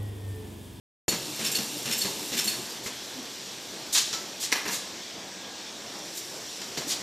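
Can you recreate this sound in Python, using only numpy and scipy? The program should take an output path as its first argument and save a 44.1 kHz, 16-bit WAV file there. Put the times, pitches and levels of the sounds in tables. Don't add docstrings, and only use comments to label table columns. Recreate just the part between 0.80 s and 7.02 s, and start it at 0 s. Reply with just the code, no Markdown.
import sys
import numpy as np
from scipy import signal
from scipy.fft import rfft, irfft, next_fast_len
from scipy.io import wavfile
from scipy.ndimage import uniform_filter1d, map_coordinates

SR = 44100
rng = np.random.default_rng(int(sys.argv[2]) if len(sys.argv) > 2 else 0)


def materialize(psi):
    bounded = np.clip(np.atleast_2d(psi).T, -1, 1)
    quanta = np.round(bounded * 32767).astype(np.int16)
    wavfile.write(sys.argv[1], SR, quanta)


N = 274302

# t/s, length/s, f/Hz, glide/(octaves/s), level/dB
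PULL_GROANS = [(0.038, 0.055, 221.5, 2.56, -41)]
RETURN_GROANS = [(0.024, 0.074, 205.6, 3.93, -43.5), (0.173, 0.055, 300, 0.96, -42)]
# t/s, level/dB, rise/s, hold/s, fade/s, tilt/(dB/octave)
PULL_RASPS = [(0.002, -36.5, 0.0079, 0.024, .12, -3.5), (0.042, -27.5, .018, 0.017, .24, -0.5),
              (0.121, -29, .006, 0.0051, .1, 6), (0.151, -29.5, 0.0051, 0.012, 0.28, 1.5)]
# f/Hz, level/dB
RASP_COLOUR = [(300, -26), (1300, -8.5), (2700, 1.5), (4000, 0), (7000, 0.5), (9500, -6), (14000, -10.5)]
# f/Hz, width/Hz, level/dB
GUIDE_RESONANCES = [(1650, 150, -8), (2750, 220, -1.5), (3595, 100, 1.5), (4240, 250, -11), (5510, 74, 1),
                    (7300, 190, 0), (8820, 100, -2), (11400, 76, 5), (13400, 220, 10.5)]
# t/s, f/Hz, level/dB, fade/s
PULL_PINGS = [(0.067, 5365, -28.5, .09), (0.127, 7500, -33, .13), (0.158, 4388, -23, .06)]
def strokes(pulls, returns):
    pull_knocks = [(s, -37.5, -40.5, -36, 0.6) for s in pulls]
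    return_knocks = [(s, -33, -35.5, -33, 0.22) for s in returns]
    knocks = clacks(pull_knocks + return_knocks)
    groans = motor(repeated(pulls, PULL_GROANS) + repeated(returns, RETURN_GROANS))
    rasps = bursts(repeated(pulls, PULL_RASPS), RASP_COLOUR, GUIDE_RESONANCES, flutter_db=2.24)
    ringing = pings(repeated(pulls, PULL_PINGS), rise=0.0057)
    return knocks + groans + rasps + ringing


# t/s, level/dB, rise/s, hold/s, fade/s, tilt/(dB/octave)
AIR_PUFFS = [(2.057, -35.5, 0.0046, 0.016, .12, 2.5), (3.146, -20.2, 0.0064, .032, .21, .5),
             (3.618, -28.5, .0136, 0.019, 0.14, 1), (3.913, -28, 0.024, .009, 0.21, 4.5),
             (5.369, -30.5, 0.006, 0.0066, 0.12, 7.5), (6.092, -27.5, 0.013, 0.024, 0.13, 1)]
# f/Hz, level/dB
MUFFLER_COLOUR = [(290, -43), (500, -18), (792, -15), (873, -13), (1200, -9), (1420, -15.5), (1590, -10),
                  (2520, -8), (3520, -2), (6410, -3), (6970, -2.5), (11500, -19.5), (14000, -14.5)]
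# f/Hz, width/Hz, level/dB
MUFFLER_RESONANCES = [(3740, 250, -14), (4320, 350, -8), (6900, 210, -17), (10000, 300, -4)]
def valves():
    jets = []
    for s, db, rise, hold, fade, tilt in AIR_PUFFS:
        crack = (s - 0.022, db - 2.5, rise, 0.02, 0.08, tilt + 6)
        blast = (s, db, rise, hold, fade, tilt)
        bleed = (s, db - 21, 0.07, 0.092, 0.44, tilt)
        jets += [crack, blast, bleed]
    return bursts(jets, MUFFLER_COLOUR, MUFFLER_RESONANCES, flutter_db=0.4)


# t/s, thud level/dB, knock level/dB, clink level/dB, fade/s
HITS = [(0.281, -20.5, -26, -34, 0.041), (1.735, -54, -35, -45, 0.11), (2.061, -36.5, -34, -49, 0.19),
        (3.329, -43, -34, -27.5, 0.2), (3.719, -57, -24.5, -21, 0.016), (3.724, -54, -20, -21, 0.095),
        (3.854, -42, -33, -44, 0.65), (3.877, -38, -32.5, -31.5, 0.16), (5.816, -66, -41, -34, 0.14),
        (5.973, -35.5, -34, -29, 0.25)]
# t/s, f/Hz, level/dB, fade/s
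HIT_PINGS = [(0.283, 7060, -23.5, 0.081), (0.283, 6240, -30, 0.082), (3.331, 1326, -41, 0.37),
             (3.724, 2130, -25, .045), (3.724, 2410, -25, .05), (3.877, 5770, -38, .12)]
def hits():
    bounces = [(s + 0.033, thud_db - 20, knock_db - 9.5, clink_db - 21, 0.26)
               for s, thud_db, knock_db, clink_db, _ in HITS]
    return clacks(HITS + bounces) + pings(HIT_PINGS, rise=0.0015)


# f/Hz, level/dB
BASE_COLOUR = [(30, -52), (80, -21), (135, 1), (250, 0.5), (450, -1), (900, -15), (2000, -28)]
ARM_COLOUR = [(160, -42), (250, 2), (380, -1.5), (650, -6), (1050, -2), (1400, -2.5), (2000, -0.5),
              (2700, 0.5), (4000, -14)]
FITTING_COLOUR = [(1500, -46), (3000, -0.5), (5500, 0), (7300, -2.5), (10000, -19.5), (14000, -12)]
# f/Hz, width/Hz, level/dB
FRAME_RESONANCES = [(967, 176, 0), (1703, 120, 1.5), (2070, 76, -2), (2380, 105, -15), (4050, 92, 6),
                    (4490, 213, 0), (5400, 390, -1), (5800, 490, -1), (7000, 220, 1)]
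def clacks(rows):
    out, t = np.zeros(N), np.arange(SR // 2) / SR
    frame = lambda hz: resonance(FRAME_RESONANCES, hz)
    attack = 1 - np.exp(-t / 0.00025)
    for s, thud_db, knock_db, clink_db, fade in rows:
        thud = amp(thud_db) * noise(BASE_COLOUR, len(t))
        knock = amp(knock_db) * noise(ARM_COLOUR, len(t), frame)
        clink = amp(clink_db) * noise(FITTING_COLOUR, len(t), frame)
        rattle = unit(amp(1.2 * wobble(303, len(t))))
        add(out, s, (thud + (knock + clink) * rattle) * attack * amp(-60 * t / fade))
    return out


# multiple of the lowest tone, level/dB
STEEL_TONES = [(1, 0), (1.7, -13), (1.98, -11.5), (2.574, -13.5)]
def pings(rows, rise):
    out, t = np.zeros(N), np.arange(SR // 2) / SR
    for s, hz, db, fade in rows:
        phase = phase_of(hz + 22 * wobble(300, len(t)))
        ring = np.sqrt(2) * sum(amp(level) * np.sin(k * phase) for k, level in STEEL_TONES)
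        add(out, s, amp(db) * envelope(t, rise, 0, fade) * ring)
    return out


# t/s, length/s, f/Hz, glide/(octaves/s), level/dB
MOTOR_MOVES = [(1.68, 0.069, 212.6, 0.5, -43.5), (2.39, 0.069, 248, -6, -43),
               (6.076, 0.013, 285, -2.5, -35.5)]
def motor(rows):
    out, t = np.zeros(N), np.arange(-SR // 8, SR // 8) / SR
    for s, length, hz, glide, db in rows:
        phase = phase_of(hz * 2 ** (glide * t) + 7 * wobble(83, len(t)))
        groan = np.sqrt(2) * (np.sin(phase) + amp(-12.5) * np.sin(2 * phase))
        swell = amp(db) * np.exp(-(2 * t / length) ** 2)
        add(out, s + t[0], swell * groan)
    return out


# t/s, rise/s, hold/s, fade/s, rustle level/dB, roller level/dB, hiss level/dB
FILM_RUNS = [(0.105, 0.15, 1.65, 1.2, -42, -47.5, -65), (2.0, 0.21, 1.3, 5.4, -49, -57, -55.5),
             (4.74, .65, 0.65, 4, -50.5, -62, -46)]
# f/Hz, level/dB
RUSTLE_COLOUR = [(710, -47), (1200, -13), (1430, -16), (1910, -14), (2290, -7.5), (4290, -2.5),
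                 (7480, -2.5), (10500, -7.5), (14000, -12)]
UNROLL_COLOUR = [(3500, -42), (5000, -6.5), (5550, 0), (6000, -5), (6600, -24), (7100, -2), (7700, -14),
                 (8800, -14), (11000, -21)]
ROLLER_COLOUR = [(35, -53), (60, -33), (91, -30), (124, 4), (163, -8), (209, -3), (247, -8.5), (372, 3),
                 (686, -19), (900, -5), (1170, -18), (1980, -120)]
def film(returns):
    t = np.arange(N) / SR
    sliding, rolling, drawing = sum(np.outer(amp(levels_db), envelope(t - s, rise, hold, fade))
                                    for s, rise, hold, fade, *levels_db in FILM_RUNS)
    surges = amp(-40) * sum(envelope(t - s, rise=0.2, hold=0.32, fade=0.5) for s in returns)
    crinkle = unit(amp(1.4 * wobble(400)))
    guides = lambda hz: resonance(GUIDE_RESONANCES, hz)
    rustle = np.hypot(sliding, surges) * noise(RUSTLE_COLOUR, N, guides)
    hiss = drawing * noise(UNROLL_COLOUR)
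    rumble = rolling * patchy(noise(ROLLER_COLOUR), depth_db=3.5)
    return crinkle * (rustle + hiss) + rumble


# f/Hz, fade/s
ECHO_FADES = [(150, 1), (1000, 0.64), (5000, 0.74), (13000, 0.35)]
def echo(x):
    hz, t, bands = signal.stft(rng.standard_normal((2, SR)), SR, nperseg=256)
    fading = amp(-60 * t / along(ECHO_FADES, hz)[:, None])
    tails = signal.istft(bands * fading, SR, nperseg=256)[1]
    delayed = np.pad(x, (SR // 200, 0))[None]
    first, second = signal.fftconvolve(delayed, tails / np.linalg.norm(tails[0]), axes=1)[:, :N]
    turn = 2 * np.pi * np.arange(N) / SR
    return first * np.cos(turn) + second * np.sin(turn)


# f/Hz, level/dB
HALL_RUMBLE = [(18, -70), (30, -42), (48, -33), (69, -14.5), (129, -9.5), (161, -8), (194, -1), (223, -4.5),
               (330, -0.5), (372, -2.5), (778, -5.5), (1110, -9), (1800, -16), (2340, -80), (3960, -120)]
HALL_HISS = [(880, -43), (1500, -7.5), (1590, -8), (1830, -5), (2650, -5), (3480, -1), (5250, -2.5),
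             (5710, -0.5), (6450, -5), (7770, -8.5), (8940, -18), (13400, -27.5), (14000, -10)]
# f/Hz, level/dB
HALL_TONES = [(194, -63.5), (1632, -66), (3363, -62), (8000, -71)]
def hall():
    rumble = amp(-46 + 1.44 * wobble(7.7)) * patchy(noise(HALL_RUMBLE), depth_db=-0.5)
    hiss = amp(-40.5 + 0.35 * wobble(11)) * patchy(noise(HALL_HISS), depth_db=1.5)
    whine = np.zeros(N)
    for hz, db in HALL_TONES:
        level = amp(db + 3.3 * wobble(2.776))
        whine += level * np.sqrt(2) * np.sin(phase_of(hz + 1.04 * wobble(15)))
    return rumble + hiss + whine


def bursts(rows, colour, resonances, flutter_db):
    out, t = np.zeros(N), np.arange(SR // 2) / SR
    for s, db, rise, hold, fade, tilt in rows:
        body = lambda hz: resonance(resonances, hz) * amp(tilt * np.log2((hz + 200) / 5000))
        rush = noise(colour, len(t), body)
        level = amp(db + flutter_db * wobble(282, len(t)))
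        add(out, s, level * envelope(t, rise, hold, fade) * rush)
    return out


def noise(colour, size=N, boost=lambda hz: 1):
    m = next_fast_len(size)
    hz = np.fft.rfftfreq(m, 1 / SR)
    spectrum = rfft(rng.standard_normal(m)) * amp(along(colour, hz)) * boost(hz)
    return unit(irfft(spectrum, m)[:size])


def patchy(x, depth_db):
    bands = signal.stft(x, nperseg=512)[2]
    patches = uniform_filter1d(rng.standard_normal(bands.shape), size=5, axis=0)
    patches = uniform_filter1d(patches, size=12, axis=1)
    return unit(signal.istft(bands * amp(depth_db * unit(patches)), nperseg=512)[1][:N])


def resonance(peaks, f):
    return 1 + sum(amp(db) / (1 + (2 * (f - hz) / width) ** 2) for hz, width, db in peaks)


def envelope(t, rise, hold, fade):
    return np.clip(t / max(rise, 1e-3), 0, 1) * amp(-60 * np.maximum(t - rise - hold, 0) / fade)


def wobble(rate, size=N):
    return map_coordinates(rng.standard_normal(int(size * rate / SR) + 4), [np.arange(size) * rate / SR])


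def phase_of(hz):
    return 2 * np.pi * np.cumsum(hz) / SR


def along(points, hz):
    f, values = np.transpose(points)
    return np.interp(np.log(hz + 1), np.log(f + 1), values)


def amp(db):
    return 10 ** (np.asarray(db) / 20)


def unit(x):
    return x / np.sqrt(np.mean(x ** 2) + 1e-20)


def add(track, s, sound):
    part = track[max(round(s * SR), 0):][:len(sound)]
    part += sound[:len(part)]


def repeated(starts, rows):
    return [(start + s, *rest) for start in starts for s, *rest in rows]


def scene():
    pulls = 0.129 + 0.463 * np.arange(4)
    returns = pulls[:-1] + 0.194
    machine = strokes(pulls, returns) + valves() + hits() + motor(MOTOR_MOVES)
    mono = machine + amp(-8.5) * echo(machine) + film(returns) + hall()
    return np.array([mono, mono])


def record(dry):
    open_s, top_hz = 0.281, 13960
    opened = np.clip((np.arange(N) / SR - open_s) * 1000, 0, 1)
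    m = next_fast_len(N + SR // 2)
    hz = np.fft.rfftfreq(m, 1 / SR)
    return irfft(rfft(dry * opened, m) / (1 + (hz / top_hz) ** 300), m)[:, :N]


dry = scene()
out = record(dry)
materialize(out)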